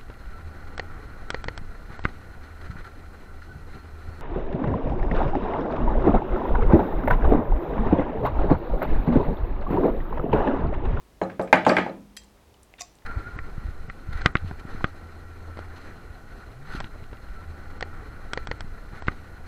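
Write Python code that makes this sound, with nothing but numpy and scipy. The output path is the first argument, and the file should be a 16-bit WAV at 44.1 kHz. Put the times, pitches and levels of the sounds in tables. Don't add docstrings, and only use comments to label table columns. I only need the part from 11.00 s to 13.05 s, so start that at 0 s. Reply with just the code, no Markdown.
import sys
import numpy as np
from scipy import signal
from scipy.fft import rfft, irfft
from scipy.io import wavfile

SR = 44100
rng = np.random.default_rng(int(sys.argv[2]) if len(sys.argv) > 2 else 0)


def inscribe(sig):
    pcm = np.round(np.clip(np.atleast_2d(sig).T, -1, 1) * 32767)
    wavfile.write(sys.argv[1], SR, pcm.astype(np.int16))


def level_to_linear(level):
    exponent = np.asarray(level, float) / 20
    return 10 ** exponent


N = 90404

# f/Hz, level/dB per Hz
FLOOR_SPECTRUM = [(12, -41), (20, -13.5), (55, 1.5), (93, -9.5), (150, -15.5), (337, -14.5), (1090, -22),
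                  (1440, -26), (16000, -40.5)]
# t/s, peak level/dB, contact hardness f/Hz, weight on the low modes/dB, contact focus/Q
KNOCKS = [(0.2145, -13, 620, -5.5, 1), (0.2983, -30.5, 2500, -8.5, 0.76), (0.3945, -13.5, 609.5, -6, 1.1),
          (0.4748, -35, 2500, -12.5, 2.1), (0.5277, 3, 2050, -8.5, 0.74), (0.6499, -18.5, 3280, -16.5, 4.4),
          (.6650, -2.5, 880, 2, 1.35), (0.6945, -11.5, 1460, 7.5, 0.96), (.6962, -7, 1800, -2, 0.84),
          (0.7127, -17, 1300, -1.5, 0.27), (0.7188, -8.5, 600, 5.5, 1.9), (0.7673, -4.5, 2110, -1, 1.6),
          (0.7832, -8.5, 2030, 1, 0.6), (0.8625, -18, 800, -15, 0.92), (.895, -25, 700, 5, 1.4)]
LANDING_PART = [0, 4, 0, 4, 1, 4, 2, 4, 4, 4, 3, 1, 4, 2, 3]
BENCH_HZ = [185.7, 242, 294.5, 361, 534.4, 600, 880, 659, 1235, 1590, 2039, 2173, 2430, 146]
# level/dB, t60/s
BENCH_MODES = [(-9, 0.043), (-12, 0.2), (-10, 0.12), (-5.5, 0.035), (-4, 0.055), (-2, 0.028), (-0.5, 0.044),
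               (-5.5, 0.028), (-6, .025), (2.5, 0.025), (-8, 0.047), (-2, 0.034), (-1, 0.051), (-16, 0.12)]
PART_DRIVE = [
    (-5.5, 3, -10, 2, -3.5, -11, -5.5, 3.5, -4, -0.5, -1, -1.5, -8, .1),
    (0.2, 5, 1, 1.4, 0.5, 4.5, 3.5, -10.5, -7.5, 1.5, 6, -0.5, 2, 0.11),
    (0, .1, -5, -14, 2, -12.5, 2.5, -8, -3.5, -7.5, -8.5, -8, -12, .1),
    (10.5, -0.29, 10.8, -8, -1, 9, -14, 9.8, -2.5, -6, -0.5, -2.5, -7.5, .1),
    (1.2, 2, 5, 2.3, -4, 4.5, -5.5, -1, 0.85, 4, 0.4, 0.35, -2.6, .1),
]
# t/s, peak level/dB, f/Hz, t60/s
SINGLE_RINGS = [(0.2167, -48, 4110, 0.058), (0.225, -51.5, 6760, 0.064), (0.2361, -43, 4070, 0.036),
                (.415, -38, 3960, 0.0061), (0.533, -54.5, 9600, 0.069), (0.53, -56, 11250, 0.1),
                (0.556, -41.5, 6500, 0.024), (0.668, -37.5, 6700, 0.013), (0.693, -18.5, 4570, .015),
                (0.768, -25.5, 3040, 0.013), (0.896, -47, 4040, 0.024), (1.544, -51, 2997, 0.016),
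                (1.739, -46.5, 727, 0.016), (1.7391, -38.5, 2070, 0.011), (1.7389, -38.5, 2680, 0.0071),
                (1.783, -52, 3660, 0.058), (1.8066, -31, 5770, 0.014), (1.807, -67, 7200, .012),
                (.6505, -33.5, 2030, .03), (1.2345, -58.5, 7650, 0.026), (1.2444, -54, 7250, 0.019),
                (0.7679, -25, 2430, 0.09),
                (.2155, -22, 418, 0.044), (.2155, -20.5, 705, 0.047), (.2195, -21, 826, 0.049),
              (.3958, -19.5, 424, 0.035), (.3958, -22, 694, 0.044), (.3995, -22.5, 827, 0.042),
              (.529, -10.5, 2069, 0.047), (.529, -11.5, 1590, 0.03), (.529, -14, 980, 0.069),
              (.531, -21, 263, 0.14), (.6665, -18, 909, 0.062), (.7678, -22.5, 3360, 0.025),
              (1.169, -56, 4930, 0.15), (1.168, -51, 6095, .14), (1.8085, -36.5, 709.5, 0.085),
              (1.8095, -42.5, 1102, 0.12), (1.797, -52, 3690, 0.054), (1.796, -52, 7040, 0.059)]
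# t/s, peak level/dB, centre f/Hz, decay/s
JOSTLES = [(.2145, -53, 5780, .002), (.2245, -66.5, 7950, .002), (.2355, -51.5, 6300, 0.0023),
           (.299, -47.5, 4006, 0.001), (.396, -55, 5120, 0.013), (.415, -50.5, 6000, .002),
           (.423, -49, 7447, 0.0042), (.4755, -50.5, 4472, 0.0024), (.5279, -29.5, 6500, 0.0008),
           (.5281, -27, 4000, 0.001), (.5295, -30, 4323, 0.0027), (.528, -38, 11100, .001),
           (.7678, -27, 4000, .001), (.558, -44.5, 7620, 0.0022), (.6507, -30.5, 5000, 0.0007),
           (.666, -36.5, 6000, 0.0027), (.678, -35, 5160, 0.0031), (.684, -33, 4450, 0.0069),
           (.708, -39.5, 3730, 0.013), (.694, -30.5, 7010, 0.00075), (.7005, -48.5, 8550, .001),
           (.763, -42, 7820, 0.0013), (.771, -53.5, 7940, 0.0029), (.783, -41, 6270, 0.0012),
           (.81, -46, 5000, 0.003), (.968, -62, 7600, 0.0025), (1.008, -52, 4563, 0.00043)]
# t/s, peak level/dB, centre f/Hz, decay/s
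HANDLING = [(1.236, -50.5, 6500, 0.0021), (1.243, -53, 6850, 0.0023), (1.2895, -53, 4004, 0.00054),
            (1.375, -45, 1500, 0.0025), (1.388, -55, 2020, 0.0019), (1.504, -61, 4000, 0.0012),
            (1.541, -47.5, 4500, 0.0012), (1.631, -46.5, 7440, 0.0029), (1.644, -59.5, 7200, 0.0016),
            (1.786, -39, 1576, 0.011), (1.7835, -45, 2800, 0.016), (1.788, -49, 2300, 0.0092),
            (1.798, -52, 2560, 0.005), (1.813, -46, 2420, .002), (1.236, -50, 2200, 0.0027),
            (1.809, -40, 5990, 0.0013), (1.813, -57.5, 6360, 0.025), (1.954, -48.5, 6000, 0.0013),
            (1.987, -49.5, 4010, 0.00075), (2.02, -48, 1500, 0.0069)]
# t/s, peak level/dB
CLINKS = [
    (1.1668, -33),
    (1.1678, -34),
    (1.1695, -40.5),
    (1.1715, -30),
    (1.1728, -36.5),
    (1.174, -37),
]
CASSETTE_HZ = [1900, 2690, 3214, 4258, 4900, 2250, 6062, 7000, 7671, 9028, 10280, 10540, 12200, 4734]
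# level/dB, t60/s
CASSETTE_MODES = [(-5, 0.012), (-9, 0.05), (-9, 0.03), (-4, 0.018), (-10, .1), (-7, 0.02), (-8, 0.08),
                  (-11, 0.02), (-10, .05), (-13, 0.035), (-15, 0.05), (-13, 0.04), (-16, 0.021), (-17, .1)]
# t/s, peak level/dB
RELEASE = [
    (1.8088, -23.5),
    (1.8096, -23),
    (1.8128, -31.5),
    (1.8145, -31),
    (1.818, -19),
    (1.822, -55),
]
SOCKET_HZ = [5400, 4300, 3100, 2000, 2600, 3652, 4900, 5900, 6060, 6750, 7030, 7600, 14400, 8200]
# level/dB, t60/s
SOCKET_MODES = [(-12, 0.015), (-12, 0.012), (-11, 0.01), (-8, 0.012), (-8, .012), (-13, 0.03), (-8, 0.022),
                (-6, 0.012), (-4, 0.016), (-9, 0.03), (-4, 0.022), (-9, 0.02), (-24, 0.04), (-8, .012)]
# f/Hz, t60/s, level/dB
ROOM_TAIL = [(94, 0.55, -3.5), (188, 0.74, -2), (424, 0.34, 4), (800, 0.24, 2), (1500, 0.23, 5),
             (2500, 0.3, -2), (5000, 0.37, -10), (9860, 0.077, -3)]
# f/Hz, level/dB, t60/s
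ROOM_MODES = [(183, -41, 0.31), (332, -42, 0.33), (541.6, -40, .28), (614, -46, 0.28), (986, -47.5, 0.34),
              (1252, -43, 0.23), (1541, -43.5, .22), (1783, -51.5, 0.18), (2188, -42.5, 0.15),
              (2500, -47.5, 0.25)]

LOW_MODES_HZ, BENCH_SPREAD_DB = 420, 1.0
SLAP_DB, SLAP_DECAY_S = -5, 0.0083
RADIATES_HZ, SLAP_CUT_HZ = 83, 3300
SKIRT = 0.21
ECHO_S, ECHO_DB, ECHO_FADE_S = 0.0037, -3, 0.0012
HUM_HZ, HUM_DB, HUM_T60_S = 203, -43.5, 1.3
DENSE_DB = 18.5
MODES_WET_DB, RINGS_WET_DB, CHAIN_WET_DB = -10.5, -12, 9.5
HANDS_WET_DB, SOCKET_WET_DB, HANDS_WET_CUT_HZ = -0.5, -2, 3700
ROOM_DB, ROOM_ONSET_S = -2, 0.006


def coloured(x, points):
    hz, db = np.transpose(points)
    f = np.fft.rfftfreq(len(x), 1 / SR)
    gain = level_to_linear(np.interp(np.log(f + 1), np.log(hz), db))
    return irfft(rfft(x) * gain, len(x))


def band(x, low, high):
    return signal.sosfilt(signal.butter(2, [low, high], "band", fs=SR, output="sos"), x)


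def ring(x, hz, t60):
    r, w = level_to_linear(-60 / (t60 * SR)), 2 * np.pi * hz / SR
    return signal.lfilter([0, np.sin(w)], [1, -2 * r * np.cos(w), r * r], x + 1e-18)


def train(s, gains):
    out = np.zeros(N)
    np.add.at(out, (np.asarray(s) * SR).astype(int), gains)
    return out


def struck(s, db, modes, spread_db):
    luck = rng.normal(0, 1, (len(s), len(modes)))
    out = np.zeros(N)
    for k, (hz, level_db, t60) in enumerate(modes):
        clicks = train(s, level_to_linear(db + level_db + spread_db * luck[:, k]))
        out += ring(clicks, hz, t60) * (-1) ** k
    return out


def floor():
    x = coloured(rng.standard_normal(N), FLOOR_SPECTRUM)
    return level_to_linear(-56) * x / x.std()


def bench():
    out, feed, t = np.zeros(N + SR), np.zeros(N + SR), np.arange(SR) / SR
    for (s, db, hz, low_db, focus), part in zip(KNOCKS, LANDING_PART):
        modes = []
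        for f, (level, t60), drive in zip(BENCH_HZ, BENCH_MODES, PART_DRIVE[part]):
            modes.append((f, level + drive + low_db * (f < LOW_MODES_HZ), t60))
        body = struck([0], np.zeros(1), modes, BENCH_SPREAD_DB)[:SR] / 4
        slap = rng.standard_normal(SR) * np.exp(-t / SLAP_DECAY_S)
        body = body + level_to_linear(SLAP_DB) * slap

        w = 2 * np.pi * hz
        b, a = signal.bilinear([w * SKIRT, w * w], [1, w / max(focus, 0.3), w * w], SR)
        body, pulse = signal.lfilter(b, a, [body, level_to_linear(DENSE_DB) * (t == 0)])
        gain = level_to_linear(db) / np.abs(body).max()

        hum = level_to_linear(db + HUM_DB + low_db) * np.sin(2 * np.pi * HUM_HZ * t) * level_to_linear(-60 * t / HUM_T60_S)
        echo = gain * body * level_to_linear(ECHO_DB) * np.exp(-t / ECHO_FADE_S)
        i, j = int(s * SR), int((s + ECHO_S) * SR)
        out[i:i + SR] += hum - gain * body
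        out[j:j + SR] -= echo
        feed[i:i + SR] += gain * (body * level_to_linear(MODES_WET_DB) + pulse)
    return band([out[:N], feed[:N]], RADIATES_HZ, SLAP_CUT_HZ)


def rustle(rows):
    width = 1.4
    out, t = np.zeros(N + 4000), np.arange(4000) / SR
    for s, db, hz, decay in rows:
        grit = rng.standard_normal(4000) * np.exp(-t / decay)
        i = int(s * SR)
        out[i:i + 4000] += level_to_linear(db + 3.5) * band(grit, hz / width, hz * width)
    return out[:N]


def ticks():
    return sum(ring(train([s], level_to_linear(db)), hz, t60) for s, db, hz, t60 in SINGLE_RINGS)


def room(x):
    hz, t60, db = np.transpose(ROOM_TAIL)
    t, tail = np.arange(SR // 2) / SR, 0
    edges = 70 * 2 ** np.arange(0, 8.1, 0.5)
    for low, high in zip(edges, edges[1:]):
        at = np.log(np.sqrt(low * high))
        level, decay = np.interp(at, np.log(hz), db), np.interp(at, np.log(hz), t60)
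        tail = tail + band(rng.standard_normal(len(t)), low, high) * level_to_linear(level - 60 * t / decay)
    tail = tail * (1 - np.exp(-(t / ROOM_ONSET_S) ** 2))

    standing = sum(level_to_linear(db - 60 * t / t60) * np.sin(2 * np.pi * f * t) for f, db, t60 in ROOM_MODES)
    standing = standing * (1 - np.exp(-t / ROOM_ONSET_S))
    return signal.fftconvolve(x, tail * level_to_linear(-28 + ROOM_DB) + standing)[:N]


def metal(rows, pitches, modes, crack_db):
    s, db = np.transpose(rows)
    burst = rng.standard_normal(400) * np.exp(-np.arange(400) / SR / 0.00082)
    crack = np.convolve(train(s, level_to_linear(db + crack_db)), burst)[:N]
    return struck(s, db - 9.5, np.c_[pitches, modes], spread_db=4.5) + band(crack, 1700, 8000)


def scrape():
    count = int(500 * 0.025)
    s = np.sort(rng.uniform(1.794, 1.807, count))
    db = -55 + rng.normal(0, 4, count)
    return metal(np.c_[s, db], SOCKET_HZ, SOCKET_MODES, crack_db=12.0)


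def scene():
    knocks, feed = bench()
    links = ticks()
    chain = rustle(JOSTLES)
    hands = rustle(HANDLING) + metal(CLINKS, CASSETTE_HZ, CASSETTE_MODES, crack_db=1.5) + scrape()
    socket = metal(RELEASE, SOCKET_HZ, SOCKET_MODES, crack_db=-9.0)

    shield = signal.butter(2, HANDS_WET_CUT_HZ, "high", fs=SR, output="sos")
    open_side = signal.sosfilt(shield, hands + level_to_linear(SOCKET_WET_DB) * socket)
    send = feed + level_to_linear(RINGS_WET_DB) * links + level_to_linear(CHAIN_WET_DB) * chain + level_to_linear(HANDS_WET_DB) * open_side
    return (knocks + links + chain + hands + socket + room(send) + floor())[None]


def roll_off(x):
    return signal.sosfilt(signal.butter(12, 16920, fs=SR, output="sos"), x)


def record(dry):
    mix = np.clip(dry, -1.0, 1.0)
    return roll_off(mix)


dry = scene()
out = record(dry)
inscribe(out)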